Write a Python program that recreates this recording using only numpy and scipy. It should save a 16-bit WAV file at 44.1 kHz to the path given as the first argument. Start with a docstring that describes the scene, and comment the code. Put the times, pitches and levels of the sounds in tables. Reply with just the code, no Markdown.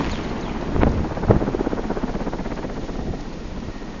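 """On an open snowfield, a helicopter hovers close by and blows air across a tent and a small camera.
Each passing blade gives a deep thump and a falling swish, and for a moment a hard slap. The wind from
the rotor roars, buffets the microphone and rustles the tent. Blown snow hisses, with a few thin
falling whistles. Behind it all, the turbine engine and the camera whine faintly."""
import sys
import numpy as np
from scipy import signal
from scipy.fft import rfft, irfft
from scipy.io import wavfile

SR = 44100
rng = np.random.default_rng(int(sys.argv[2]) if len(sys.argv) > 2 else 0)


def log_audio(samples):
    """Write samples as a 16-bit WAV file to the path given in sys.argv[1]."""
    # one column per channel
    frames = np.atleast_2d(samples).T
    # limit to full scale, then quantise
    limited = np.clip(frames, -1, 1)
    pcm = np.round(limited * 32767).astype(np.int16)
    wavfile.write(sys.argv[1], SR, pcm)


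N = 176400
T = np.arange(N) / SR
HZ = np.fft.rfftfreq(N, 1 / SR)


def amp(db):
    """Turns decibels into a number to multiply by."""
    return 10 ** (np.asarray(db) / 20)


def unit(x):
    """Scales a signal to an average size (rms) of 1."""
    return x / np.sqrt(np.mean(x ** 2) + 1e-20)


def curves(table):
    """Joins the rows of a time table with straight lines, one curve for each value column."""
    times, *columns = np.transpose(table)
    return [np.interp(T, times, column) for column in columns]


def colour(points):
    """Turns (frequency, level) points into a gain curve that drops steeply above the last one."""
    hz, db = np.transpose(points)
    return amp(np.interp(np.log(HZ + 1), np.log(hz), db)) * np.minimum(hz[-1] / (HZ + 1), 1) ** 2


def noise(gain):
    """Noise of average size 1, shaped by a gain for each frequency."""
    return unit(irfft(rfft(rng.standard_normal(N)) * gain, N))


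def wobble(rate_hz):
    """A random wavering of average size 1; a higher rate wavers faster."""
    return noise(np.exp(-(HZ / rate_hz) ** 2))


def add(mix, start_s, sound):
    """Mixes a sound in at its start time."""
    part = mix[max(round(start_s * SR), 0):][:len(sound)]
    part += sound[:len(part)]


# The camera's tones (pitch [Hz], level [dB])
CAMERA_TONES = [(1378, -63.5), (2756, -76.5), (4134, -69), (5512, -69), (6891, -91)]

def camera_whine():
    """The camera's electronics give off faint, steady tones."""
    return sum(np.sqrt(2) * amp(db) * np.sin(2 * np.pi * hz * T) for hz, db in CAMERA_TONES)


# The turbine's bands of noise (pitch [Hz], width [Hz], relative level [dB])
TURBINE_BANDS = [(1874, 90, -0.5), (2860, 18, -19)]
# How loud the bands are together (time [s], level [dB])
TURBINE_LEVEL = [(0, -59.5), (2.6, -57.5), (3.0, -52.5), (3.5, -58), (3.75, -54), (4, -56)]
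# The turbine's clear note (time [s], pitch [Hz], level [dB])
TURBINE_NOTE = [(3.6, 1880, -83), (3.72, 1858, -55), (3.8, 1852, -53.5), (3.9, 1856, -56), (4, 1855, -59)]

def turbine(waver_hz=6):
    """The spinning turbine whines in two narrow bands; a clear note comes through near the end."""
    bands = sum(amp(db) * noise(np.exp(-((HZ - hz) / width) ** 2)) for hz, width, db in TURBINE_BANDS)
    note_hz, note_db = curves(TURBINE_NOTE)
    phase = 2 * np.pi * np.cumsum(note_hz + waver_hz * wobble(15)) / SR
    return bands * amp(curves(TURBINE_LEVEL)[0]) + np.sqrt(2) * amp(note_db) * np.sin(phase)


# Thin whistles (time [s], level [dB], rise time [s], fade time [s], chirp level [dB])
WHISTLES = [(0.104, -31.5, .008, 0.093, -33.5), (.168, -52, .005, .023, -52),
            (.229, -34, .011, .024, -41.5), (0.285, -41, .008, .03, -51), (.408, -34, .03, .095, -41.5),
            (.712, -36, 0.089, 0.065, -65)]

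def whistles(top_hz=4910, end_hz=2930, fall_s=0.034, rasp_hz=220, chirp_s=0.02):
    """Raspy whistles dive in pitch and level off."""
    out, t = np.zeros(N), np.arange(SR // 2) / SR
    dive_hz = end_hz + (top_hz - end_hz) * np.exp(-t / fall_s)
    dive = np.exp(2j * np.pi * np.cumsum(dive_hz) / SR)
    # The camera folds each whistle's overtone down into a brief, high, rising chirp.
    chirp_hz = 5930 + 62000 * np.minimum(t, chirp_s)
    chirp = np.sin(np.pi * np.minimum(t / chirp_s, 1)) * np.exp(2j * np.pi * np.cumsum(chirp_hz) / SR)
    for start, db, rise, fade, chirp_db in WHISTLES:
        # Shaking both pitch and loudness makes the tone raspy.
        rasp = np.exp(1j * wobble(rasp_hz)[:len(t)]) * (1 + 0.53 * wobble(rasp_hz)[:len(t)]) / 2
        loudness = amp(db) * np.minimum(t / rise, 1) * np.exp(-t / fade)
        add(out, start, (rasp * (loudness * dive + amp(chirp_db) * chirp)).real)
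    return out


# How loud the tent rustles (time [s], level [dB])
RUSTLE_LEVEL = [(0, -34.5), (.15, -41.5), (.35, -49.5), (.6, -51.5), (1.0, -51.5), (2, -58.5), (4, -54)]
# The tone of the rustle (frequency [Hz], relative level [dB])
RUSTLE_COLOUR = [(300, -12), (900, -0.5), (2400, 1), (3500, -6.5), (6800, -19)]
# Short crackles of the cloth and a few dull puffs of air (time [s], level [dB], pitch [Hz])
CRACKLES_AND_PUFFS = [(.008, -22, 880), (0.041, -35, 2600), (.075, -39, 2500), (0.412, -41, 4500),
                      (0.482, -25.5, 880), (.497, -35.5, 2200), (0.613, -43, 4000), (0.893, -42, 4500),
                      (0.918, -43, 5050), (1.173, -22.5, 870), (1.32, -32.5, 1660), (2.558, -43, 5170),
                      (3.209, -41.5, 4520), (3.952, -48, 4000)]

def tent(grains_per_s=540, spread_db=3, burst_s=0.0033, width_octaves=0.4):
    """Tiny clicks of flapping cloth blur into a rustle, with short crackles and dull puffs of air."""
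    grains = rng.standard_normal(N) * (rng.random(N) < grains_per_s / SR)
    grains *= amp(spread_db * np.minimum(rng.exponential(1, N), 4))
    out = amp(curves(RUSTLE_LEVEL)[0]) * unit(irfft(rfft(grains) * colour(RUSTLE_COLOUR), N))
    for time, db, hz in CRACKLES_AND_PUFFS:
        band = np.exp(-(np.log2((HZ + 1) / hz) / width_octaves) ** 2 / 2)
        out += amp(db) * np.exp(-abs(T - time) / burst_s) * noise(band)
    return out


# How loud the rotor's wind is (time [s], roar level [dB], rush level [dB], snow hiss level [dB])
WIND_LEVELS = [(0, -22.5, -31.5, -44.5), (.1, -36.5, -38, -43.5), (.3, -29.5, -37.5, -48),
               (.6, -32, -38.5, -49), (.9, -25.5, -40, -50), (1.1, -36, -41.5, -49.5),
               (1.5, -31, -41, -49.5), (2, -35.5, -43, -48.5), (2.5, -34, -60, -48.5),
               (2.75, -31, -55, -49), (2.86, -33, -48, -47), (3.05, -34, -48, -49),
               (3.4, -34.5, -47.5, -49), (4, -38.5, -46, -50.5)]
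# The tones of the low roar, middle rush and high hiss (frequency [Hz], relative level [dB])
ROAR_COLOUR = [(20, -13), (70, -7), (130, -6), (210, 2.5), (320, -1), (500, -7.5), (750, -13.5),
               (1200, -33)]
RUSH_COLOUR = [(400, -16.5), (700, -0.5), (950, 2.5), (1400, -5.5), (2000, -7.5), (2700, -13.5),
               (4000, -22.5)]
HISS_COLOUR = [(1200, -22.5), (2200, 2), (2800, 1), (4200, 0.5), (5300, -1.5), (6800, -4)]
BLADE_GAP_S, BLADE_PASS_S = .06152, 1.4262  # time between blades; a moment when one passes

def rotor_wind(pulse_db=0.47, roar_rough_db=1.5, rush_rough_db=0.3, hiss_rough_db=0.66):
    """Air pushed down roars and rushes, and blown snow hisses; the roar swells with every blade."""
    roar_db, rush_db, hiss_db = curves(WIND_LEVELS)
    churn = wobble(56)
    pulse = np.cos(2 * np.pi * (T - BLADE_PASS_S) / BLADE_GAP_S)
    roar = noise(colour(ROAR_COLOUR)) * amp(roar_db + roar_rough_db * churn + pulse_db * pulse)
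    rush = noise(colour(RUSH_COLOUR)) * amp(rush_db + rush_rough_db * unit(churn + wobble(100)))
    hiss = noise(colour(HISS_COLOUR)) * amp(hiss_db + hiss_rough_db * wobble(53))
    return roar + rush + hiss


# How loud the gusts are (time [s], level [dB])
GUST_LEVEL = [(0, -24.5), (.3, -34), (.63, -35), (.72, -31), (.8, -24), (.85, -18.5), (.9, -23.5),
              (1.0, -23.5), (1.12, -32), (1.27, -27), (1.32, -16), (1.38, -26), (1.48, -32.5), (2.0, -41),
              (2.4, -36.5), (2.93, -39), (2.995, -32.5), (3.11, -27), (3.2, -44), (3.62, -36), (3.69, -34),
              (3.76, -56), (4, -38.5)]
# The tone of the gusts (frequency [Hz], relative level [dB])
GUST_COLOUR = [(10, -7), (38, 8), (75, 7.5), (115, 3), (180, 4), (300, -5.5), (600, -21), (1500, -36),
               (4000, -56)]

def gusts(rough_db=1.5):
    """Air tumbling over the microphone makes a low, lumpy rumble."""
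    return noise(colour(GUST_COLOUR)) * amp(curves(GUST_LEVEL)[0] - rough_db * np.tanh(wobble(52)))


# Hard knocks of air (time [s], kick level [dB], length [s], edge time [s],
# push [below 0 sucks, above 0 presses], puff level [dB], puff length [s], puff treble limit [Hz])
BUFFETS = [(0.693, -10, .0009, 0.00065, -0.55, -32.5, 0.0057, 864),
           (0.7558, -7, 0.0019, .0016, -0.76, -38, .004, 800),
           (0.764, -5.5, 0.00016, 0.00014, .9, -21, 0.0024, 1110),
           (.797, -5.5, 0.0014, .0012, .9, -21.5, .008, 420),
           (0.817, -15.5, 0.0018, .001, -1.3, -17.5, 0.0055, 1620),
           (0.8237, -5, .0003, 0.000041, -0.63, -26, 0.0025, 2000),
           (0.834, -1.5, 0.00068, 0.000063, -0.26, -15.5, .006, 1116),
           (0.85, -19.5, .001, .001, 0.67, -20.5, 0.0072, 450),
           (.869, -4, 0.00089, 0.00054, 0.17, -20.5, 0.0041, 1100),
           (0.878, -15, 0.0023, 0.0012, -0.49, -18.5, 0.0063, 812),
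           (1.2991, 1.5, 0.0011, 0.00087, -0.54, -25, .004, 897),
           (1.302, -4.5, .0005, 0.00042, .9, -20.5, 0.0058, 854),
           (1.3115, -5.5, 0.0007, 0.00026, 0.25, -12.5, 0.0074, 890),
           (1.333, -12, .0005, 0.00046, -0.62, -19, 0.007, 690),
           (1.3477, -9.5, 0.001, 0.00083, -0.66, -36.5, 0.0047, 804),
           (1.354, -10.5, 0.00024, .0003, -1.1, -34, .003, 1110),
           (1.366, -6, .0012, .001, -0.65, -34, 0.0056, 700),
           (2.993, -12, .001, 0.00024, -0.57, -29, 0.0054, 1000),
           (3.687, -13, 0.00079, .0005, -0.78, -40, 0.0036, 860)]

def buffets(boom_at_s=1.3104, boom_db=1, boom_hz=444, boom_s=0.0017, low_hz=40.3, top_hz=3760):
    """Swirls of air hit the microphone, each with a pressure kick and a dull puff; one also booms."""
    t = T - boom_at_s
    out = amp(boom_db) * np.sin(2 * np.pi * boom_hz * t) * np.exp(-(t / boom_s) ** 2)
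    for time, db, length, edge, push, puff_db, puff_s, puff_hz in BUFFETS:
        t = T - time
        kick = (1 - abs(push)) * np.tanh(t / edge) + push
        out += amp(db) * kick * np.exp((edge - np.hypot(t, edge)) / length)
        puff = noise(HZ / (HZ + 120) / (1 + (HZ / puff_hz) ** 2) ** 1.93)
        out += amp(puff_db) * np.exp(-abs(t) / puff_s) * puff
    band = HZ / np.hypot(HZ, low_hz) / (1 + (HZ / top_hz) ** 6)
    return irfft(rfft(out) * band, N)


# How far the swish runs ahead of the passing blade (time [s], head start [s])
HEAD_START = [(0, 0.0027), (1.3, 0.0051), (1.8, .008), (2.2, 0.01), (2.7, 0.01), (4, 0.0038)]

def blade_phase(delay_s):
    """An angle that goes round once per blade, running delay_s behind the middle of the swish."""
    return 2 * np.pi * (T - BLADE_PASS_S + curves(HEAD_START)[0] - delay_s) / BLADE_GAP_S


# The deep tones in the thump (multiple of the blade rate [times], base level [dB])
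THUMP_TONES = [(1, -35.5), (2, -35), (3, -45.5), (4, -52)]
# How the thump swells and eases (time [s], level change [dB])
THUMP_SWELL = [(0, -1.5), (1.5, 0), (2.5, 1.5), (3.2, -1.5), (4, -2.5)]

def blade_thump(delay_s=.009, waver_db=0.8):
    """The air pressure drops under every blade, making a deep beat."""
    phase = blade_phase(delay_s)
    pressure = -np.sqrt(2) * sum(amp(db) * np.cos(multiple * phase) for multiple, db in THUMP_TONES)
    return pressure * amp(curves(THUMP_SWELL)[0] + waver_db * wobble(5.9))


# How loud the swish is (time [s], body level [dB], treble level [dB])
SWISH_LEVELS = [(0, -33.5, -40.5), (.6, -34, -46.5), (1.0, -32.5, -39.5), (1.25, -27.5, -35),
                (1.65, -28.5, -37), (1.9, -27, -36.5), (2.1, -27.5, -38.5), (2.35, -30, -38),
                (2.6, -32.5, -40), (2.8, -35.5, -43.5), (3.1, -32, -48.5), (3.3, -45.5, -51.5),
                (3.6, -41, -52.5), (4, -38.5, -46)]
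# The tone of the swish (frequency [Hz], relative level [dB])
SWISH_COLOUR = [(90, -15.5), (150, -2), (210, 3.5), (370, -2), (560, -5.5), (800, -9), (1100, -16),
                (1600, -19), (2300, -24.5), (3200, -28), (5000, -55.5)]
# Where its treble starts to fade (time [s], frequency [Hz])
SWISH_TOP = [(0, 3520), (.6, 2990), (1.1, 1740), (1.5, 1820), (1.92, 1865), (2.05, 2830), (2.3, 2414),
             (2.6, 2830), (3, 2320), (4, 2264)]

def blade_swish(sharpness=1.5, fall_s_per_octave=0.0029, rough_db=2.5, split_hz=750):
    """Each blade sweeps by with a burst of noise whose treble comes first and bass last."""
    body_db, treble_db = curves(SWISH_LEVELS)
    top_hz, = curves(SWISH_TOP)
    tone, body, treble = colour(SWISH_COLOUR), np.zeros(N), np.zeros(N)
    rough = amp(rough_db * wobble(120))
    for centre_hz in 125 * 2 ** (np.arange(12) / 2):  # bands half an octave apart
        band = tone * np.cos(np.pi / 2 * np.clip(2 * np.log2((HZ + 1) / centre_hz), -1, 1))
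        strength = np.linalg.norm(band) / (1 + (centre_hz / top_hz) ** 6)
        phase = blade_phase(fall_s_per_octave * np.log2(split_hz / centre_hz))
        layer = treble if centre_hz > split_hz else body
        layer += strength * noise(band) * np.exp(sharpness * np.cos(phase) / 2)
    return amp(body_db) * unit(body * rough) + amp(treble_db) * unit(treble * rough)


# Hard slaps of the blades (time [s], level [dB], width [s])
SLAPS = [(1.4262, -8, 0.00066), (1.4877, -10.5, 0.0011), (1.5493, -8, 0.00091), (1.6108, -8.5, 0.0015),
         (1.6723, -8, 0.0008), (1.7338, -7.5, 0.00091), (1.7953, -15, 0.0014)]

def blade_slaps(pitch_hz=360, phase_rad=0.87):
    """A blade cuts the swirl of air left by the one before, giving a short, sharp pressure wiggle."""
    out = np.zeros(N)
    for time, db, width in SLAPS:
        t = T - time
        wiggle = np.cos(2 * np.pi * pitch_hz * t + phase_rad)
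        out += amp(db) * wiggle / np.cosh(np.clip(t / width, -20, 20))
    return out


def scene():
    """Adds the rotor, the wind and the small sounds into one channel."""
    rotor = blade_swish() + blade_slaps() + blade_thump()
    wind = rotor_wind() + gusts() + buffets()
    return (rotor + wind + tent() + whistles() + turbine() + camera_whine())[None]


def record(dry, top_hz=7040):
    """The camera flattens peaks that are too loud and cuts off the highest treble."""
    treble_cut = signal.firwin(601, top_hz, window=("kaiser", 8), fs=SR)
    return signal.oaconvolve(np.clip(dry, -1, 1), treble_cut[None], "same")


dry = scene()
out = record(dry)
log_audio(out)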